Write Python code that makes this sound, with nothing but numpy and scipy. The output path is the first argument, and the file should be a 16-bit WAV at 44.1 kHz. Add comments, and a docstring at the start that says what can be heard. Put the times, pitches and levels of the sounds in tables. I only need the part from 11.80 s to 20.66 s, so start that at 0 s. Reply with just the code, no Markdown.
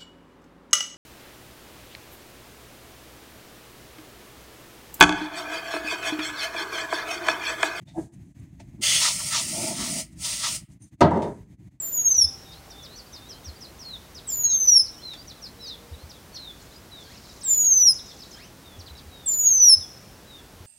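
"""Lakeside, over distant rumble and soft low thumps. At 0 s a blackbird gives a loud falling whistle;
a close bank echoes it and the shore rings on. Small birds warble, check and chip farther off, with
slurs from 2 s. Faint far tones sound at 0.4 and 3.7 s, the second whistle and a dry tick between them.
From about 5 s come rustles, reedy rising calls and a thin twitter, with the third whistle at 5.6 s.
The fourth follows at 7.5 s; a few slurs and thumps end the scene."""
import sys
import numpy as np
from scipy import signal
from scipy.fft import rfft, irfft, next_fast_len
from scipy.io import wavfile
from scipy.ndimage import uniform_filter1d

SR = 44100
rng = np.random.default_rng(int(sys.argv[2]) if len(sys.argv) > 2 else 0)


def file_out(sig):
    """Save sig as 16-bit WAV at sys.argv[1]."""
    # one column per channel
    cols = np.atleast_2d(sig).T
    # limit, then scale
    lim = np.clip(cols, -1, 1)
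    pcm = np.round(lim * 32767).astype(np.int16)
    wavfile.write(sys.argv[1], SR, pcm)


N = 390726
TIME_S = np.arange(N) / SR
CUTOFF_HZ = 15800

# outdoor background: freq_hz, relative_density_db
AIR_SPECTRUM = [(18, -26), (25, -13), (52, 3), (148, -1.5), (688, -10), (2650, -18.5), (5480, -19),
                (6990, -22.5), (14500, -25.5)]
# far tones: start_s, length_s, pitch_hz, level_db
FAR_NOTES = [(0.424, 0.63, 783, -62), (3.72, 0.47, 472.5, -58.5)]
# low thumps: start_s, level_db
THUMP_HITS = [(0.362, -44), (.43, -35), (1.664, -37), (4.105, -36.5), (4.225, -42), (6.97, -41.5),
              (7.098, -42.5), (7.25, -42.5), (7.958, -38), (8.791, -44.5)]
# high rustles: start_s, length_s, level_db
RUSTLE_PATCHES = [(4.787, 0.2, -58), (5.143, 0.65, -55.5), (6.253, 0.38, -55.5)]
# far bird's rising calls: start_s, length_s, second_partial_db
RISING_CALLS = [(5.218, 0.16, -58), (5.602, 0.16, -58), (6.498, .17, -54)]
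# twitter dives: start_s, top_hz, level_db
TWITTER_DIVES = [(5.362, 6500, -53.5), (5.442, 5730, -57), (5.48, 7430, -51), (5.606, 6840, -50),
                 (5.723, 6660, -47.5), (5.824, 6400, -45.5), (5.845, 5300, -54), (5.926, 5950, -53)]
# high hooked notes ending the twitter: start_s
HOOK_STARTS_S = [6.13, 6.252, 6.374, 6.497]
# scratchy checks: start_s, top_hz, level_db
CHECK_CALLS = [(.715, 5700, -51), (1.04, 5670, -47.5), (4.291, 6470, -47), (4.549, 5720, -43),
               (6.987, 6470, -49), (7.058, 5340, -47.5), (7.17, 5620, -49), (7.514, 6300, -45),
               (7.664, 5900, -45)]
# sinking slurs: start_s, length_s, first_hz, bow_hz, relative_db
SLUR_NOTES = [(2.039, 0.14, 4335, 228, -41), (2.62, 0.15, 4180, 255, -41), (3.213, 0.15, 4150, 313, -40.5),
              (3.782, 0.19, 3967, 151.5, -46), (3.803, 0.15, 5700, -100, -39.5), (4.52, .21, 4530, 89, -42),
              (5.105, 0.14, 4060, 44, -47), (5.612, 0.16, 3890, 117, -51.5), (6.215, 0.17, 3930, 60, -58.5),
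              (6.826, 0.16, 3830, 3, -54), (7.288, 0.21, 3860, 141, -53), (7.99, 0.079, 4130, -150, -52),
              (8.462, 0.16, 3990, 54, -51.5)]
# scooping warbles: start_s, length_s, first_hz, last_hz, relative_db
WARBLE_NOTES = [(0.255, .11, 3540, 4580, -54), (0.38, 0.12, 3720, 3790, -50.5),
                (0.651, 0.15, 3700, 4520, -55), (0.898, 0.12, 3840, 3860, -53),
                (0.95, 0.25, 3610, 5020, -53.5), (1.315, 0.19, 4040, 4100, -53),
                (1.489, .11, 3370, 3320, -58.5), (3.178, 0.07, 2960, 3920, -54.5),
                (3.366, 0.063, 4570, 5070, -49.5), (4.944, .045, 4890, 5100, -54),
                (7.923, .07, 3840, 4380, -54)]
# arched pips: start_s, base_hz
PIP_NOTES = [(1.26, 4250), (1.755, 4300), (4.13, 3400), (4.335, 3360), (7.09, 3550), (7.148, 3480)]
# diving chips: start_s, length_s, last_hz, level_db
CHIP_NOTES = [(0.899, 0.03, 4100, -48.5), (1.021, 0.038, 4400, -50), (1.156, 0.057, 4000, -45),
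              (1.322, 0.054, 4000, -45), (1.487, 0.053, 3900, -43), (1.641, 0.063, 3850, -44.5),
              (1.806, 0.06, 3300, -45.5), (1.989, 0.053, 4200, -44), (2.343, 0.057, 3050, -46),
              (2.479, 0.073, 3800, -44.5), (2.693, 0.045, 4000, -41.5), (2.847, 0.057, 4000, -42),
              (3.029, 0.054, 3800, -43.5), (3.471, 0.055, 3150, -44), (3.615, 0.066, 3700, -42),
              (3.864, 0.049, 4300, -45.5), (4.54, 0.036, 4700, -46)]
# blackbird contours, one list of points per whistle: time_s, pitch_hz, level_db
WHISTLE_CURVES = [
    [(0.0, 7870, -18), (0.007, 7500, -35), (0.022, 7240, -39.5), (0.122, 7085, -33), (0.183, 6740, -27.5),
     (0.28, 6475, -21.5), (0.363, 5936, -24), (0.385, 5777, -17.5), (0.414, 5530, -16), (0.447, 5240, -21),
     (0.464, 5120, -30)],
    [(2.468, 8370, -44), (2.489, 7540, -30.5), (2.51, 7200, -28.5), (2.622, 6776, -28), (2.657, 6597, -19),
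     (2.788, 6300, -23), (2.865, 6050, -23), (2.88, 6000, -15.5), (2.954, 5570, -11), (3.012, 5183, -18.5),
     (3.03, 5124, -24)],
    [(5.631, 8330, -37), (5.658, 7590, -30), (5.707, 7160, -19), (5.794, 6850, -20.5), (5.861, 6675, -18),
     (5.942, 6270, -12), (5.951, 6240, -18), (6.067, 5705, -13), (6.087, 5390, -7.5), (6.096, 5150, -11.5),
     (6.13, 5047, -22.5)],
    [(7.459, 8350, -26.5), (7.473, 7560, -23.5), (7.489, 7204, -22.1), (7.596, 6900, -24),
     (7.679, 6634, -14), (7.771, 6125, -18), (7.85, 5856, -10), (7.88, 5720, -9.5), (7.902, 5380, -8.5),
     (7.944, 5180, -11), (7.954, 5340, -20)],
]
# timbre per whistle: first_octave_db, last_octave_db, hollow_hz, bank_echo_db
WHISTLE_COLOURS = [(5, -2, 12000, 0), (1, -1, 12950, -5), (0.5, 1.5, 6800, -11), (-3.5, 10, 12100, -12)]
# close-bank echo per whistle: delay_s
BANK_DELAYS_S = [.00401, .00437, .00423, .00421]
# throat and beak response to the octave: freq_hz, gain_db
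THROAT_RESPONSE = [(10000, -15.5), (10400, -28.5), (10850, -24.5), (11300, -41), (12400, -44), (13200, -44),
                   (13700, -34), (14200, -37.5), (15500, -50.5)]
# hoarse spells: start_s, length_s, flutter_hz, level_re_voice_db
HOARSE_SPELLS = [(0.303, 0.092, 1480, -34), (5.68, .21, 1380, -28.5), (7.572, 0.091, 1170, -28.5)]
# voice cracks near the whistle peaks: start_s, level_db
VOICE_CRACKS = [(2.882, -42), (5.988, -43.5), (7.838, -40)]


def from_db(db):
    """Decibels to gain."""
    return 10 ** (np.asarray(db) / 20)


def rms_one(x):
    """Scale to unit power."""
    return x / np.sqrt(np.mean(x ** 2) + 1e-20)


def band(x, low_hz, high_hz):
    """Gentle band-pass."""
    return signal.sosfilt(signal.butter(2, [low_hz, high_hz], "band", fs=SR, output="sos"), x)


def drift(rate_hz, size=N):
    """Smooth random wander, unit RMS."""
    hz = np.arange(size // 2 + 1) * SR / size
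    return rms_one(irfft(rfft(rng.standard_normal(size)) / (1 + (hz / rate_hz) ** 2), size))


def sine(hz):
    """Unit-power tone along a pitch curve."""
    return np.sqrt(2) * np.sin(2 * np.pi * np.cumsum(hz) / SR)


def progress(length_s):
    """Ramp u from 0 to 1 over a note."""
    return np.linspace(0, 1, int(length_s * SR))


def swell(u, edge):
    """Rounded rise and fall, each the fraction edge of a note."""
    return np.sin(np.pi / 2 * np.clip(np.minimum(u, 1 - u) / edge, 0, 1))


def glide(u, first_hz, last_hz, bow_hz):
    """Pitch slide, bowed in the middle; positive is upward."""
    return first_hz + (last_hz - first_hz) * u + bow_hz * (1 - (2 * u - 1) ** 2)


def add(track, start_s, sound):
    """Mix a sound into a track."""
    at = int(start_s * SR)
    track[at:at + len(sound)] += sound[:N - at]


def delayed(x, delay_s):
    """Longer path: a fractional-sample delay."""
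    size = next_fast_len(len(x) + SR // 10)
    hz = np.arange(size // 2 + 1) * SR / size
    return irfft(rfft(x, size) * np.exp(-2j * np.pi * hz * delay_s), size)[:len(x)]


def scatter(x, first_s, t60_s):
    """Dense, decaying reflections from grass, banks and trees."""
    t = TIME_S[:int(t60_s * SR)]
    echoes = rng.standard_normal(len(t)) * from_db(-60 * t / t60_s)
    return delayed(signal.fftconvolve(x, echoes / np.linalg.norm(echoes))[:N], first_s)


def air(level_db=-48):
    """Distant rumble thinning into hiss."""
    hz, db = np.transpose(AIR_SPECTRUM)
    bins_hz = np.maximum(np.arange(N // 2 + 1) * SR / N, 1)
    shape = from_db(np.interp(np.log(bins_hz), np.log(hz), db))
    return from_db(level_db) * rms_one(irfft(rfft(rng.standard_normal(N)) * shape, N))


def far_tones():
    """Steady far pitches, fading in and out in the moving air."""
    out = np.zeros(N)
    for start_s, length_s, hz, db in FAR_NOTES:
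        u = progress(length_s)
        add(out, start_s, from_db(db) * swell(u, edge=0.091) * sine(np.full(len(u), hz)))
    return out


def thumps(pitch_hz=81, length_s=0.16, peak_s=0.024):
    """Dull bumps that swell for two cycles and die away."""
    out = np.zeros(N)
    u = progress(length_s)
    age = u * length_s / peak_s
    envelope = (age * np.exp(1 - age)) ** 2
    for start_s, db in THUMP_HITS:
        body = sine(pitch_hz * (1 + 0.071 * drift(18, len(u))))
        add(out, start_s, from_db(db) * envelope * body)
    return out


def rustles(grain_db=4):
    """Patches of grainy hiss; four bands flicker independently."""
    envelope = np.zeros(N)
    for start_s, length_s, db in RUSTLE_PATCHES:
        add(envelope, start_s, from_db(db) * swell(progress(length_s), edge=0.2))
    edges_hz = np.geomspace(3800, 7600, num=5)
    grains = np.zeros(N)
    for low_hz, high_hz in zip(edges_hz, edges_hz[1:]):
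        hiss = band(rng.standard_normal(N), low_hz, high_hz) / low_hz
        grains += hiss * from_db(grain_db * drift(60))
    return envelope * rms_one(grains)


def tick(start_s=3.335, length_s=0.034, level_db=-42.5, fade_db=22):
    """One faint, dry snap in the grass."""
    envelope = np.zeros(N)
    add(envelope, start_s, from_db(level_db - fade_db * progress(length_s)))
    return envelope * rms_one(band(rng.standard_normal(N), 710, 5900))


def chorus(count=26, until_s=5.8, note_s=0.056, low_hz=3200, high_hz=4500, level_db=-57):
    """Farthest birds: soft wavering notes sliding up or down at random."""
    out = np.zeros(N)
    for k, (offset, stretch, first, last) in enumerate(rng.random((count, 4))):
        start_s = until_s * (k + 1 + offset) / count
        u = progress(note_s * (0.5 + stretch))
        height = first + (last - first) * u + drift(40, len(u)) / 20
        pitch_hz = low_hz + (high_hz - low_hz) * height
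        add(out, start_s, from_db(level_db) * swell(u, edge=0.27) * sine(pitch_hz))
    return out


def rises(low_hz=1600, high_hz=3350, hold=0.46, fundamental_db=-1.5, wet_db=-4):
    """Reedy call: holds low, then climbs an octave; second partial strongest."""
    out = np.zeros(N)
    for start_s, length_s, db in RISING_CALLS:
        u = progress(length_s)
        pitch_hz = np.interp(u, [hold, 1], [low_hz, high_hz]) * (1 + 0.0137 * drift(67, len(u)))
        partials = from_db(fundamental_db) * sine(pitch_hz) + sine(2 * pitch_hz)
        add(out, start_s, from_db(db) * swell(u ** 2, edge=0.27) * partials)
    return out + from_db(wet_db) * scatter(out, first_s=0.013, t60_s=0.19)


def twitter(aim_hz=2310, fall=0.7, high_hz=8900, hook_hz=5050, hook_db=-51,
            reply_lag_s=0.043, reply_db=-50, flutter_db=5, wet_db=-5):
    """Thin quick dives, then high plunges that hook upward, alternating with low dives."""
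    dive_u, hook_u = progress(length_s=0.03), progress(length_s=0.075)
    replies = [(start_s + reply_lag_s, hook_hz, reply_db) for start_s in HOOK_STARTS_S[:-1]]
    notes = [(start_s, top_hz - fall * (top_hz - aim_hz) * dive_u, db)
             for start_s, top_hz, db in TWITTER_DIVES + replies]
    hook_shape = (1 - 2 * hook_u) ** 2 * np.where(hook_u < 0.5, 1, 0.2)
    hook_curve_hz = hook_hz + (high_hz - hook_hz) * hook_shape
    notes += [(start_s, hook_curve_hz, hook_db) for start_s in HOOK_STARTS_S]
    out = np.zeros(N)
    for start_s, pitch_hz, db in notes:
        u = np.linspace(0, 1, len(pitch_hz))
        envelope = from_db(db + flutter_db * drift(80, len(u))) * swell(u, edge=0.35)
        add(out, start_s, envelope * sine(pitch_hz * (1 + 0.016 * drift(120, len(u)))))
    return out + from_db(wet_db) * scatter(out, first_s=0.0058, t60_s=0.25)


def checks(dive_s=0.034, step_s=0.012, fall=0.47, fade_db=4, wet_db=-11):
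    """Scratchy call: one ragged dive chased by two steeper, weaker ones."""
    out = np.zeros(N)
    for start_s, top_hz, db in CHECK_CALLS:
        for k in range(3):
            u = progress(dive_s / (1 + k / 2))
            pitch_hz = top_hz * (1 - fall * u + 0.034 * drift(250, len(u)))
            envelope = from_db(db - k * fade_db) * swell(u, edge=0.31)
            add(out, start_s + k * step_s, envelope * sine(pitch_hz))
    return out + from_db(wet_db) * scatter(out, first_s=0.011, t60_s=0.11)


def thin_notes(slur_end_hz=3307, scoop_hz_per_s=2500, pip_s=0.028, pip_arch_hz=500,
               pip_relative_db=-53, flutter_db=2.5, wet_db=-9, gain_db=-1.05):
    """Far birds' bowed glides: sinking slurs, scooping warbles, arched pips."""
    notes = [(start_s, length_s, first_hz, slur_end_hz, bow_hz, db)
             for start_s, length_s, first_hz, bow_hz, db in SLUR_NOTES]
    notes += [(start_s, length_s, first_hz, last_hz, -scoop_hz_per_s * length_s, db)
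              for start_s, length_s, first_hz, last_hz, db in WARBLE_NOTES]
    notes += [(start_s, pip_s, hz, hz, pip_arch_hz, pip_relative_db) for start_s, hz in PIP_NOTES]
    out = np.zeros(N)
    for start_s, length_s, first_hz, last_hz, bow_hz, db in notes:
        u = progress(length_s)
        pitch_hz = glide(u, first_hz, last_hz, bow_hz) * (1 + 0.0093 * drift(70, len(u)))
        envelope = from_db(db + flutter_db * drift(36, len(u))) * swell(u ** 1.14, edge=0.2)
        add(out, start_s, envelope * sine(pitch_hz))
    return from_db(gain_db) * (out + from_db(wet_db) * scatter(out, first_s=0.0048, t60_s=0.34))


def chips(top_hz=6340, bow_hz=120, waver=0.021, flutter_db=2, wet_db=-6):
    """Steepening dives from one top pitch, each with its own kink."""
    out = np.zeros(N)
    for start_s, length_s, last_hz, db in CHIP_NOTES:
        u = progress(length_s)
        kink = rng.standard_normal() * np.sin(2 * np.pi * u)
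        pitch_hz = glide(u, top_hz, last_hz, bow_hz) * (1 + waver * (kink + drift(64, len(u))))
        envelope = from_db(db + flutter_db * drift(80, len(u))) * swell(u, edge=0.24)
        add(out, start_s, envelope * sine(pitch_hz))
    return out + from_db(wet_db) * scatter(out, first_s=0.0066, t60_s=0.14)


def cracks(length_s=0.1, fade_db=19, grain_db=2, low_band_db=-1):
    """The voice catches: decaying crackle around the tone and its octave."""
    envelope = np.zeros(N)
    u = progress(length_s)
    for start_s, db in VOICE_CRACKS:
        add(envelope, start_s, from_db(db - fade_db * u) * swell(u, edge=0.08))
    noise = rng.standard_normal(N)
    hiss = band(noise, 11500, 14200) + from_db(low_band_db) * band(noise, 5200, 7600)
    return envelope * rms_one(hiss * from_db(grain_db * drift(600)))


def hoarseness(voice, spin_up_s=0.024, jitter=0.16, second_db=-8):
    """A fast flutter gathers speed in the voice, adding two sidebands above it."""
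    flutter = np.zeros(N, complex)
    for start_s, length_s, flutter_hz, db in HOARSE_SPELLS:
        u = progress(length_s)
        spin_up = 1 - 0.5 * np.exp(-u * length_s / spin_up_s)
        rate_hz = flutter_hz * spin_up * (1 + jitter * drift(600, len(u)))
        phasor = np.exp(2j * np.pi * np.cumsum(rate_hz) / SR)
        sidebands = phasor + from_db(second_db) * phasor ** 2
        add(flutter, start_s, from_db(db) * swell(u, edge=0.33) * sidebands)
    return np.real(signal.hilbert(voice) * flutter)


def whistle(curve, colour, echo_s, flutter_db=1.36, third_db=-16, hollow_db=-16, hollow_width_hz=170):
    """Nearly pure falling glide with overtones; the bank echo beats against it."""
    first_octave_db, last_octave_db, hollow_hz, echo_db = colour
    times_s, hz, db = np.transpose(curve)
    length_s = times_s[-1] - times_s[0]
    u = progress(length_s)
    t = times_s[0] + u * length_s
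    pitch_hz = np.interp(t, times_s, hz) * (1 + 0.0018 * drift(150, len(u)))
    gate = swell(u, edge=0.013) * from_db(flutter_db * drift(77, len(u)))
    tone = gate * from_db(np.interp(t, times_s, db)) * sine(pitch_hz)
    # the third partial enters as it sinks to the cutoff
    third_gate = np.clip((CUTOFF_HZ - 3 * pitch_hz) / 300 + 1, 0, 1)
    third = from_db(third_db) * third_gate * sine(3 * pitch_hz)
    octave_db = first_octave_db + (last_octave_db - first_octave_db) * u
    octave_db += np.interp(2 * pitch_hz, *np.transpose(THROAT_RESPONSE))
    octave_db += hollow_db * np.exp(-((2 * pitch_hz - hollow_hz) / hollow_width_hz) ** 2)
    overtones = gate * swell(u, edge=0.1) * from_db(octave_db) * (sine(2 * pitch_hz) + third)
    # overtones are beamed narrowly and miss the bank
    margin = (0, SR // 100)
    echo = from_db(echo_db) * delayed(np.pad(tone, margin), echo_s)
    return np.pad(tone + overtones, margin) + echo


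def blackbird(grass_db=-15, shore_db=-20.5, trees_db=-32):
    """Four whistles with grass scatter, a short shore ring and a long, duller one from the trees."""
    voice, sideways = np.zeros(N), np.zeros(N)
    for curve, colour, echo_s in zip(WHISTLE_CURVES, WHISTLE_COLOURS, BANK_DELAYS_S):
        start_s, echo_db = curve[0][0], colour[-1]
        call = whistle(curve, colour, echo_s)
        add(voice, start_s, call)
        add(sideways, start_s, from_db(echo_db) * call)
    grass = from_db(grass_db) * scatter(band(sideways, 2000, 7000), first_s=0.0051, t60_s=0.041)
    shore = from_db(shore_db) * scatter(band(voice + sideways, 1800, 11000), first_s=0.016, t60_s=0.34)
    trees = from_db(trees_db) * scatter(band(voice, 2000, 7900), first_s=0.025, t60_s=1.02)
    return voice + hoarseness(voice) + cracks() + grass + shore + trees


def scene():
    """All sources at one microphone, alike in both channels."""
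    birds = blackbird() + chips() + checks() + twitter() + thin_notes() + rises() + chorus()
    mono = birds + tick() + thumps() + far_tones() + rustles() + air()
    return np.array([mono, mono])


def record(dry, knee_db=-17, squeeze=0.18, release_db_per_s=150):
    """Gain control ducks slightly under the loudest whistles; a steep low-pass follows."""
    level_db = 10 * np.log10(np.maximum(uniform_filter1d(dry[0] ** 2, size=256), 1e-12))
    excess_db = np.maximum(level_db - knee_db, 0)
    release_db = release_db_per_s * TIME_S
    held_db = np.maximum.accumulate(excess_db + release_db) - release_db
    ducked = dry * from_db(-squeeze * uniform_filter1d(held_db, size=256))
    return signal.sosfilt(signal.ellip(12, 0.1, 80, CUTOFF_HZ, fs=SR, output="sos"), ducked)


dry = scene()
out = record(dry)
file_out(out)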